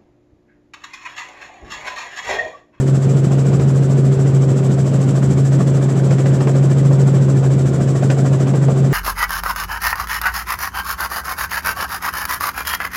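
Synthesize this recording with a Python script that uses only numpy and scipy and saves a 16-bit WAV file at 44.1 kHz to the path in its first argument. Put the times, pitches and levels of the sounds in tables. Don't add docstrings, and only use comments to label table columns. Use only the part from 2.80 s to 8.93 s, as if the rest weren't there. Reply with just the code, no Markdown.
import sys
import numpy as np
from scipy import signal
from scipy.fft import rfft, irfft
from scipy.io import wavfile
from scipy.ndimage import uniform_filter1d, minimum_filter1d

SR = 44100
rng = np.random.default_rng(int(sys.argv[2]) if len(sys.argv) > 2 else 0)


def transcribe(u):
    v = np.clip(np.atleast_2d(u).T, -1, 1)
    q = np.round(v * 32767).astype(np.int16)
    wavfile.write(sys.argv[1], SR, q)


N = 270333
TIME = np.arange(N) / SR


# (time [s], firing rate [Hz])
ENGINE_SPEED = [(0.0, 135.5), (0.6, 136.47), (1.3, 136.3), (1.85, 135.03), (2.6, 136.19), (3.3, 135.37),
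                (4.05, 137.11), (4.8, 134.78), (5.6, 135.54), (6.13, 136.02)]
# (multiple of the six-firing cycle, level [dB])
CYLINDER_LINES = [(5, -32.5), (7, -37), (9, -35.5), (11, -45.5), (12, -33), (13, -39.5), (14, -43.5),
                  (15, -40.5), (16, -44), (18, -45.5), (20, -54), (21, -41), (24, -38.5), (26, -49.5),
                  (27, -45.5), (28, -60.5), (29, -52), (30, -51), (39, -58), (42, -58.5), (48, -57.5),
                  (51, -63), (54, -56), (66, -54.5)]

def engine(firings, blades, db_per_hz=1.7, lag_s=0.18):
    firing_hz, = follow(ENGINE_SPEED)
    excess_hz = np.interp(TIME - lag_s, TIME, firing_hz - firing_hz.mean())
    boom_db = -9.5 + db_per_hz * excess_hz + 0.4 * wander(4.2)
    throb_db = 0.55 * np.cos(2 * np.pi * (blades - .21)) + 0.67 * np.cos(np.pi * (blades + 0.13))
    sway = 0.11 * np.cos(2 * np.pi * (blades - .42)) + 0.036 * np.cos(np.pi * (blades - .54))
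    boom = gain_of(boom_db + throb_db + 0.5 * wander(37)) * np.sin(2 * np.pi * firings + sway)
    cycles = firings / 6
    lines = sum(gain_of(db) * tone(k * cycles, waver_db=2.0, waver_hz=13.0) for k, db in CYLINDER_LINES)
    return boom + lines


# (time [s], relative gust level [dB], hiss level [dB])
AIR_LEVELS = [(0.0, -34, -42), (1.3, -34, -43), (2.4, -32.5, -41), (3.5, -29.5, -42), (4.5, -34, -42.5),
              (5.3, -30, -41), (6.13, -33, -43.5)]

def rotor_wash(firings, blades):
    gust_db, hiss_db = follow(AIR_LEVELS)
    return gain_of(gust_db + 2.5) * gusts(firings, blades) + gain_of(hiss_db) * seal_hiss(blades)


# (frequency [Hz], relative level [dB])
GUST_SPECTRUM = [(100, -22), (250, 3.5), (480, 0), (680, -2.5), (880, -15), (1150, -11), (1850, -19),
                 (2100, -23), (2650, -26), (3400, -28.5), (4300, -32.5), (7000, -27.5), (15000, -65)]
# (frequency [Hz], width [Hz], lift [dB])
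PANEL_RESONANCES = [(716, 27, 4.5), (1084, 79, 1.5), (1407, 100, 3.5), (1575, 33, 2.5), (1754, 62, 3.5),
                    (1924, 45, 4.5), (2345, 83, 6), (3130, 190, 1.5)]
# (start, attack, hold, release [blade passes], sag, depth [dB])
GUST_SWELL = (.02, .22, .28, .42, 1.5, 11)

def gusts(firings, blades):
    ragged = eddies(per_s=79, life_s=0.0081, size=.6) * gain_of(0.42 * wander(32))
    pulse = 1 + 0.042 * np.cos(2 * np.pi * firings)
    push = blade_swell(blades, *GUST_SWELL) + chop(blades)
    air = patchy(noise(GUST_SPECTRUM, PANEL_RESONANCES), depth_db=3.0, above_hz=760)
    return unit_rms(air * ragged * pulse * push)


def chop(blades, start=0.29, rise=0.024, fall=0.27, spread_db=2.5):
    number, age = np.divmod(blades - start + 1, 1)
    strength_db = -11.5 + spread_db * rng.uniform(-0.82, 1, size=128)[number.astype(int)]
    return gain_of(strength_db) * (1 - np.exp(-age / rise)) * np.exp(-age / fall)


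# (frequency [Hz], relative level [dB])
SEAL_SPECTRUM = [(1500, -41), (3000, -10), (4200, -12), (5000, -8.5), (5900, -6.5), (6650, -7), (7250, -2),
                 (7700, 1), (8250, -7.5), (9100, -13.5), (10200, -18.5), (12300, -24), (14000, -31.5),
                 (15200, -40)]
# (frequency [Hz], width [Hz], lift [dB])
GAP_WHISTLES = [(6000, 200, 0.5), (6990, 90, 0.5), (7290, 90, 4.5), (7500, 120, 1.5)]
# (start, attack, hold, release [blade passes], sag, depth [dB])
SEAL_SWELL = (0.15, .22, 0.29, 0.3, 1.8, 11.2)

def seal_hiss(blades):
    flutter = gain_of(0.23 * wander(10)) * eddies(per_s=92, life_s=0.0034, size=.3)
    return unit_rms(noise(SEAL_SPECTRUM, GAP_WHISTLES) * flutter * blade_swell(blades, *SEAL_SWELL))


# (time [s], level [dB], crack against thud [dB])
BLADE_SLAPS = [(0.508, -23, -25), (0.796, -21.5, -10.5), (3.308, -19.5, -10.5), (3.458, -23, -8),
               (3.606, -20.5, -11), (3.671, -11.5, -21), (4.11, -20.5, -25), (4.641, -21, -22),
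               (5.301, -16.5, -7.5), (5.735, -19, -20), (5.883, -15, -23)]
# (frequency [Hz], relative level [dB])
THUD_SPECTRUM = [(120, -31), (300, 7.5), (540, 11), (900, -0.5), (1600, -14), (2600, -22), (5000, -48)]
CRACK_SPECTRUM = [(600, -19), (1600, 13), (2500, 7.5), (3500, -2), (6000, 0), (10000, -21), (15000, -41)]
# (frequency [Hz], width [Hz], lift [dB])
CABIN_RING = [(500, 81, 2)]

def blade_slaps(rise_s=0.00071, thud_t60=0.11, crack_t60=0.082, front_db=6, front_s=0.0018):
    body, treble = noise(THUD_SPECTRUM, CABIN_RING), noise(CRACK_SPECTRUM)
    out = np.zeros(N)
    for start_s, db, crack_db in BLADE_SLAPS:
        start = round(start_s * SR)
        span = slice(start, start + SR // 8)
        age = TIME[span] - TIME[start]
        thud = gain_of(-60 * age / thud_t60) * body[span]
        crack = gain_of(crack_db + front_db * np.exp(-age / front_s) - 60 * age / crack_t60) * treble[span]
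        out[span] += gain_of(db) * (1 - np.exp(-age / rise_s)) * (thud + crack)
    return out


# (time [s], level [dB])
GEAR_LEVEL = [(0.0, -28), (0.4, -38), (0.8, -28.5), (1.7, -28.5), (2.2, -34), (3.4, -33), (4.8, -31),
              (6.13, -31.5)]
# (multiple of the firing rate), (level [dB])
DRIVE_RATIOS = [.594, 1.782, 2.728, 3.363, 3.846]
DRIVE_LEVELS = [-39, -45.5, -40.5, -43, -50]

def drive_train(firings, gear_ratio=2.846):
    gear_db, = follow(GEAR_LEVEL)
    gear = gain_of(gear_db) * tone(gear_ratio * firings, waver_db=1.6, waver_hz=2.2)
    return gear + sum(gain_of(db) * tone(ratio * firings, waver_db=6.0, waver_hz=2.4)
                      for ratio, db in zip(DRIVE_RATIOS, DRIVE_LEVELS))


# (frequency [Hz], relative level [dB])
SHELL_SPECTRUM = [(15, -39.5), (48, -24.5), (75, -10), (105, -3), (165, 5.5), (205, 1.5), (245, -4.5),
                  (380, -6), (520, -12), (700, -19), (880, -24.5), (1800, -33), (3600, -40), (12000, -63),
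                  (15000, -83)]

def shell_rumble(firings):
    pulse = 1 + 0.052 * np.cos(2 * np.pi * firings)
    return gain_of(-20.0) * unit_rms(noise(SHELL_SPECTRUM) * pulse * gain_of(1.14 * wander(23)))


def blade_swell(blades, start, attack, hold, release, sag_db, depth_db):
    corners = np.cumsum([0, attack, hold, release])
    swell_db = np.interp((blades - start) % 1, corners, [-depth_db, 0, -sag_db, -depth_db])
    return unit_rms(gain_of(swell_db))


def eddies(per_s, life_s, size):
    hits = (rng.random(N) < per_s / SR) * rng.uniform(0.42, 1, N)
    return 1 + size * signal.lfilter([1], [1, -np.exp(-1 / (life_s * SR))], hits)


def patchy(x, depth_db, above_hz):
    hz, _, bands = signal.stft(x, SR, nperseg=1024, noverlap=512)
    patches = uniform_filter1d(rng.standard_normal(bands.shape), size=3, axis=0)
    patches = unit_rms(uniform_filter1d(patches, size=4, axis=1))
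    band_depth_db = depth_db * np.minimum(hz / above_hz, 1)[:, None] ** 2
    _, stirred = signal.istft(bands * gain_of(band_depth_db * patches), nperseg=1024, noverlap=512)
    return unit_rms(stirred[:N])


def tone(turns, waver_db, waver_hz):
    stir = np.log(10) / 20 * waver_db
    strength = np.exp(stir * wander(waver_hz))
    return unit_rms(strength * np.sin(2 * np.pi * turns + stir * wander(waver_hz)))


def noise(spectrum, resonances=()):
    hz, db = np.transpose(spectrum)
    f = np.fft.rfftfreq(N, 1 / SR)
    shape_db = np.interp(np.log(f + 1), np.log(hz + 1), db)
    lift_db = sum(lift / (1 + (2 * (f - centre) / width) ** 2) for centre, width, lift in resonances)
    return unit_rms(irfft(rfft(rng.standard_normal(N)) * gain_of(shape_db + lift_db), N))


def wander(rate_hz):
    ticks = np.linspace(0, TIME[-1], 2048)
    f = np.fft.rfftfreq(len(ticks), ticks[1])
    drift = irfft(rfft(rng.standard_normal(len(ticks))) * np.exp(-(f / rate_hz) ** 2))
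    return unit_rms(np.interp(TIME, ticks, drift))


def follow(rows):
    times, *columns = np.transpose(rows)
    return [np.interp(TIME, times, column) for column in columns]


def gain_of(db):
    return 10 ** (np.asarray(db) / 20)


def unit_rms(x):
    return x / np.sqrt(np.mean(x ** 2) + 1e-20)


def scene(firings_per_blade=10.017):
    firings = np.cumsum(follow(ENGINE_SPEED)[0]) / SR
    blades = firings / firings_per_blade + .303
    machinery = engine(firings, blades) + drive_train(firings) + shell_rumble(firings)
    return (machinery + rotor_wash(firings, blades) + blade_slaps())[None]


def record(dry, ceiling_db=-3, cutoff_hz=15200):
    allowed_gain = np.minimum(1, gain_of(ceiling_db) / (abs(dry) + 1e-9))
    limited = dry * uniform_filter1d(minimum_filter1d(allowed_gain, size=500), size=500)
    low_pass = signal.firwin(511, cutoff_hz, window=("kaiser", 9), fs=SR)
    return signal.oaconvolve(limited, low_pass[None], "same")


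dry = scene()
out = record(dry)
transcribe(out)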